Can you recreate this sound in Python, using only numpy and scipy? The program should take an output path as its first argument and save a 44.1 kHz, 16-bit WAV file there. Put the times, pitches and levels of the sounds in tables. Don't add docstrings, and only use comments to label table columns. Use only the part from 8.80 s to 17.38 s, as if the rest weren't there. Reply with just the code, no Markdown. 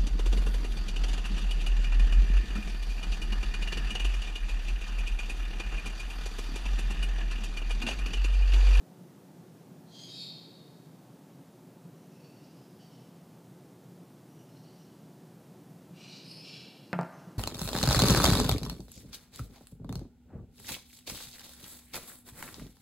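import sys
import numpy as np
from scipy import signal
from scipy.fft import rfft, irfft
from scipy.io import wavfile
from scipy.ndimage import map_coordinates

SR = 44100
rng = np.random.default_rng(int(sys.argv[2]) if len(sys.argv) > 2 else 0)


def dump_mix(stems):
    frames = np.atleast_2d(stems).T
    limited = np.clip(frames, -1, 1)
    pcm = np.round(limited * 32767).astype(np.int16)
    wavfile.write(sys.argv[1], SR, pcm)


N = 378378
TIME, FREQ = np.arange(N) / SR, np.maximum(np.fft.rfftfreq(N, 1 / SR), 1)

# (frequency [Hz], relative level [dB])
VENT_SPECTRUM = [(40, -113), (70, -104), (104, -88), (125, -75), (175, -72.5), (230, -78.5), (310, -80),
                 (450, -85), (680, -89), (1150, -97), (1600, -101), (2300, -105), (5000, -107),
                 (15000, -110.5)]
# (frequency [Hz], width [Hz], relative level [dB])
ROOM_MODES = [(90, 17, -19), (120.8, 9.3, -5.5), (163, 28.4, -5), (266.4, 29, -10), (366.2, 11, -7.5),
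              (733, 11, -17.5), (873, 16, -18.5)]
# (frequency [Hz], level [dB], 60 dB decay time [s])
PANE_MODES = [(215, -8, .16), (355, -10, .18), (415, -13, .12), (498, -6, .14), (590, -4, .13),
              (648, -3, .15), (696, -5, .15), (762, -7, .14), (863, -4, .16), (934, -6, .14),
              (991, -8, .09), (1205, -7, .12), (1372, -3.5, .19), (1418, -11, .08), (1547, -12, .1),
              (1700, -11, .08), (1814, -11, .08), (1900, -11, .08), (2320, -15, .07), (2640, -10, .07)]
FRAME_MODES = [(140.3, -6.5, 0.18), (175.3, 2.5, 0.15)]
# (frequency [Hz], relative level [dB])
BENDING_SPECTRUM = [(80, -22), (200, 16.5), (400, 9), (650, 5), (1100, 8), (1600, 10), (2200, 6), (2800, 6),
                    (3300, -3), (7000, -33), (14000, -40)]
# (time [s], level [dB])
BUMPS = [(0.206, -41.5), (0.915, -44), (3.045, -40), (7.107, -38.5), (8.1519, -29), (8.471, -40.5)]
# (frequency [Hz], width [Hz], relative level [dB])
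SPRAY_BANDS = [(5530, 980, -3), (4400, 1800, -7)]
# (start [s], hold [s], level [dB], whistle [Hz], throat [Hz],
# throat re whistle [dB], spray re whistle [dB])
WHEEZES = [(3.09, .06, -82, 5880, 2900, -3, -5), (3.278, .04, -82, 5280, 2680, 5, 4),
           (3.358, .05, -78, 4530, 2660, -1, -2), (3.507, 0.108, -84, 4750, 2780, 4, 7),
           (3.63, 0.044, -79.5, 5070, 2800, -10, -1), (3.75, .04, -77, 5040, 3100, -6, -3),
           (3.955, 0.022, -79, 4620, 3080, 5, 6), (4.05, 0.068, -81, 5300, 2950, 0, 3),
           (5.457, .07, -78.5, 5820, 2940, -2, -12), (5.62, 0.027, -81, 5270, 2900, -6, -8),
           (5.69, 0.045, -73.5, 4180, 2900, -11, -1), (5.787, .02, -78, 4530, 2950, -5, -6),
           (5.897, 0.046, -81.5, 5700, 2950, 1, 6), (8.27, 0.11, -78.5, 6230, 2820, -1, 2)]
# (frequency [Hz], width [Hz], relative level [dB])
SLIT = [(3340, 580, -5), (4170, 600, -1), (4700, 500, -9), (6200, 2100, -13)]
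PARTED = [(2310, 1500, -20), (3230, 150, 5), (3520, 260, -14), (4270, 440, -6), (4860, 290, -1.5),
          (6520, 350, -5), (7600, 5000, -24.5)]
SPREAD = [(2530, 260, -12), (3820, 270, 2), (4250, 550, -5), (4740, 310, 1), (5200, 390, -5),
          (7400, 500, -16), (9600, 960, -20)]
THRUST = [(2480, 580, -18), (3230, 120, -14), (3730, 280, 3.5), (4390, 420, 3), (5050, 240, -10),
          (7300, 440, -15), (8700, 1200, -26.5), (11250, 800, -24.5)]
RASPING = [(1470, 1100, -13.5), (2400, 280, 0), (2820, 320, 5.5), (3400, 700, -5.5), (4100, 450, 0),
           (4780, 280, -1), (5700, 780, -5), (7100, 3100, -14)]
OPENING = [(1470, 1200, -12), (2420, 220, -3), (2920, 400, 0), (4080, 610, 6.5), (4720, 310, 2.5),
           (5340, 1300, -1.5), (6900, 3100, -15)]
TONGUE_UP = [(2690, 880, -11), (4440, 520, -4), (4930, 380, -1), (5180, 130, 3.5), (5350, 330, -14),
             (8550, 580, -18), (10100, 990, -18), (12600, 1800, -27)]
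GAPING = [(1370, 780, -17), (2350, 110, 1), (2800, 480, 0), (3350, 550, -4.5), (4020, 210, 0.5),
          (4460, 650, -1), (5330, 470, 0.5), (6900, 1200, -17), (9150, 4800, -25)]
# (start [s], hold [s], level [dB], glide [octaves/s], posture)
HISS_PUSHES = [(1.055, 0.021, -56.5, 0.2, SLIT), (1.106, 0.04, -52, 0.04, PARTED),
               (1.239, 0.018, -48.5, 0.11, SPREAD), (1.309, 0.013, -44.5, -0.04, THRUST),
               (7.121, 0.026, -55.5, 0.195, RASPING), (7.225, 0.022, -54, 0.195, OPENING),
               (7.404, .05, -52.5, 0.11, TONGUE_UP), (7.578, 0.089, -51.5, -0.087, GAPING)]
# (time [s], level [dB], contact bandwidth [Hz], horn tick [dB], frame thump [dB],
# first rebound re blow [dB], tick of first rebound [dB])
BEAK_STRIKES = [(8.13, -22.5, 2230, -36, -29.5, -27, -61), (8.1896, -20, 1230, -48, -27.5, -12.5, -43)]


def undb(db):
    return 10 ** (np.asarray(db) / 20)


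def unit(x):
    return x / np.sqrt(np.mean(x ** 2))


def noise(gain):
    return unit(irfft(rfft(rng.standard_normal(N)) * gain, N))


def colour(points):
    hz, db = np.transpose(points)
    return undb(np.interp(np.log(FREQ), np.log(hz), db))


def resonances(modes):
    gains = (undb(db) / (1 + ((FREQ / hz - hz / FREQ) * hz / width) ** 2) for hz, width, db in modes)
    return np.sqrt(sum(gain ** 2 for gain in gains))


def fluctuation(rate_hz):
    return noise(1 / (1 + (FREQ / rate_hz) ** 4))


def decay(t, t60):
    return np.exp(-np.log(1000) * t / t60)


def ring(modes, t):
    signs = rng.choice([-1, 1], len(modes))
    return sum(sign * undb(db) * np.sin(2 * np.pi * hz * t) * decay(t, t60)
               for sign, (hz, db, t60) in zip(signs, modes))


def cut(x, order, hz, kind):
    return signal.sosfilt(signal.butter(order, hz, kind, fs=SR, output="sos"), x)


def ventilation(level_db=-52.5, modes_db=-6):
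    boom = undb(modes_db) * noise(resonances(ROOM_MODES))
    rush = noise(colour(VENT_SPECTRUM))
    return undb(level_db) * unit(rush + boom)


def enclosure(x, t60=1.25, treble_t60=0.43, crossover_hz=5600, build_s=0.0075):
    treble = 1 / (1 + (crossover_hz / FREQ) ** 4)
    white = rfft(rng.standard_normal(N))
    low_tail = irfft(white * (1 - treble), N) * decay(TIME, t60)
    high_tail = irfft(white * treble, N) * decay(TIME, treble_t60)
    tail = (low_tail + high_tail) * (1 - np.exp(-TIME / build_s))
    return signal.fftconvolve(x, tail / np.linalg.norm(tail))[:N]


def bumps(rise_s=0.0054):
    out = np.zeros(N)
    for time, db in BUMPS:
        start = int(time * SR)
        age = TIME[:min(SR // 2, N - start)]
        out[start:start + len(age)] += undb(db) * ring(FRAME_MODES, age) * (1 - np.exp(-age / rise_s))
    return out


def push(air, start, hold, octaves_per_s, attack_s, fall_db_per_s):
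    out, first = np.zeros(N), int(start * SR)
    age = TIME[:min(SR // 2, N - first)]
    swell = np.clip(age / attack_s, 0, 1)
    fall = undb(-fall_db_per_s * np.maximum(age - attack_s - hold, 0))
    speed = 2 ** (octaves_per_s * (age - attack_s - hold / 2))
    gliding = map_coordinates(air[:SR], [np.cumsum(speed)], mode="mirror")
    out[first:first + len(age)] = swell * fall * gliding
    return out


def wheezes(eddy_db=3.0, break_db=2, whistle_width_hz=110, throat_width_hz=380):
    out, spray = np.zeros(N), noise(resonances(SPRAY_BANDS))
    breaks = undb(break_db * fluctuation(rate_hz=24))
    for start, hold, db, whistle_hz, throat_hz, throat_db, spray_db in WHEEZES:
        whistle = breaks * noise(resonances([(whistle_hz, whistle_width_hz, 0)]))
        throat = noise(resonances([(throat_hz, throat_width_hz, 0)]))
        air = (whistle + undb(throat_db) * throat + undb(spray_db) * spray)[int(start * SR):]
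        out += undb(db) * push(air, start, hold, octaves_per_s=0.097, attack_s=0.0704, fall_db_per_s=170)
    return out * undb(eddy_db * fluctuation(rate_hz=25))


def hisses(eddy_db=1.37):
    out = np.zeros(N)
    for start, hold, db, glide, posture in HISS_PUSHES:
        air = noise(resonances(posture))
        out += undb(db) * push(air, start, hold, glide, attack_s=0.11, fall_db_per_s=132)
    return out * undb(eddy_db * fluctuation(rate_hz=45))


def contacts(rebounds=3, first_gap_s=0.022, gap_ratio=0.88, loss_db=3, tick_loss_db=10):
    for time, db, contact_hz, tick_db, thump_db, rebound_db, rebound_tick_db in BEAK_STRIKES:
        yield time, db, contact_hz, tick_db, thump_db
        for k in range(rebounds):
            time += first_gap_s * gap_ratio ** k
            weaker_db = rebound_db - k * loss_db
            yield time, db + weaker_db, contact_hz, rebound_tick_db - k * tick_loss_db, thump_db + weaker_db


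def knocks(ring_db=-13, crack_db=-9, shove_db=1.5, crack_s=0.013, tick_s=0.00098, thump_rise_s=0.0027):
    out = np.zeros(N)
    bending = noise(colour(BENDING_SPECTRUM))
    horn = noise(resonances([(4400, 3300, 10), (7400, 1800, -15)]))
    for time, db, contact_hz, tick_db, thump_db in contacts():
        start = int(time * SR)
        age = TIME[:min(SR // 2, N - start)]
        span = slice(start, start + len(age))
        crack = undb(crack_db) * bending[span] * np.exp(-age / crack_s)
        ringing = undb(ring_db) * ring(PANE_MODES, age)
        body = cut(ringing + crack, 2, contact_hz, "low")
        swing = np.pi * np.minimum(0.6 * contact_hz * age, 1)
        shove = undb(shove_db) * np.sqrt(contact_hz / 1000) * np.sin(2 * swing) * np.sin(swing)
        pane = cut(shove + body, 2, 145, "high")
        tick = horn[span] * np.exp(-age / tick_s)
        thump = ring(FRAME_MODES, age) * (1 - np.exp(-age / thump_rise_s))
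        out[span] += undb(db) * pane + undb(tick_db) * tick + undb(thump_db) * thump
    return out


def scene(hiss_room_db=-2.2, wheeze_room_db=-0.5, pane_room_db=-11):
    hiss, wheeze, knock = hisses(), wheezes(), knocks()
    shed = cut(knock, 1, 800, "high")
    shed = cut(shed, 4, 2100, "low")
    into_room = undb(hiss_room_db) * hiss + undb(wheeze_room_db) * wheeze + undb(pane_room_db) * shed
    reverberation = enclosure(into_room)
    mono = hiss + wheeze + knock + bumps() + reverberation + ventilation()
    return np.array([mono, mono])


def record(dry):
    top_cut = signal.ellip(10, 0.2, 70, 15350, fs=SR, output="sos")
    return signal.sosfilt(top_cut, cut(dry, 2, 60, "high"))


dry = scene()
out = record(dry)
dump_mix(out)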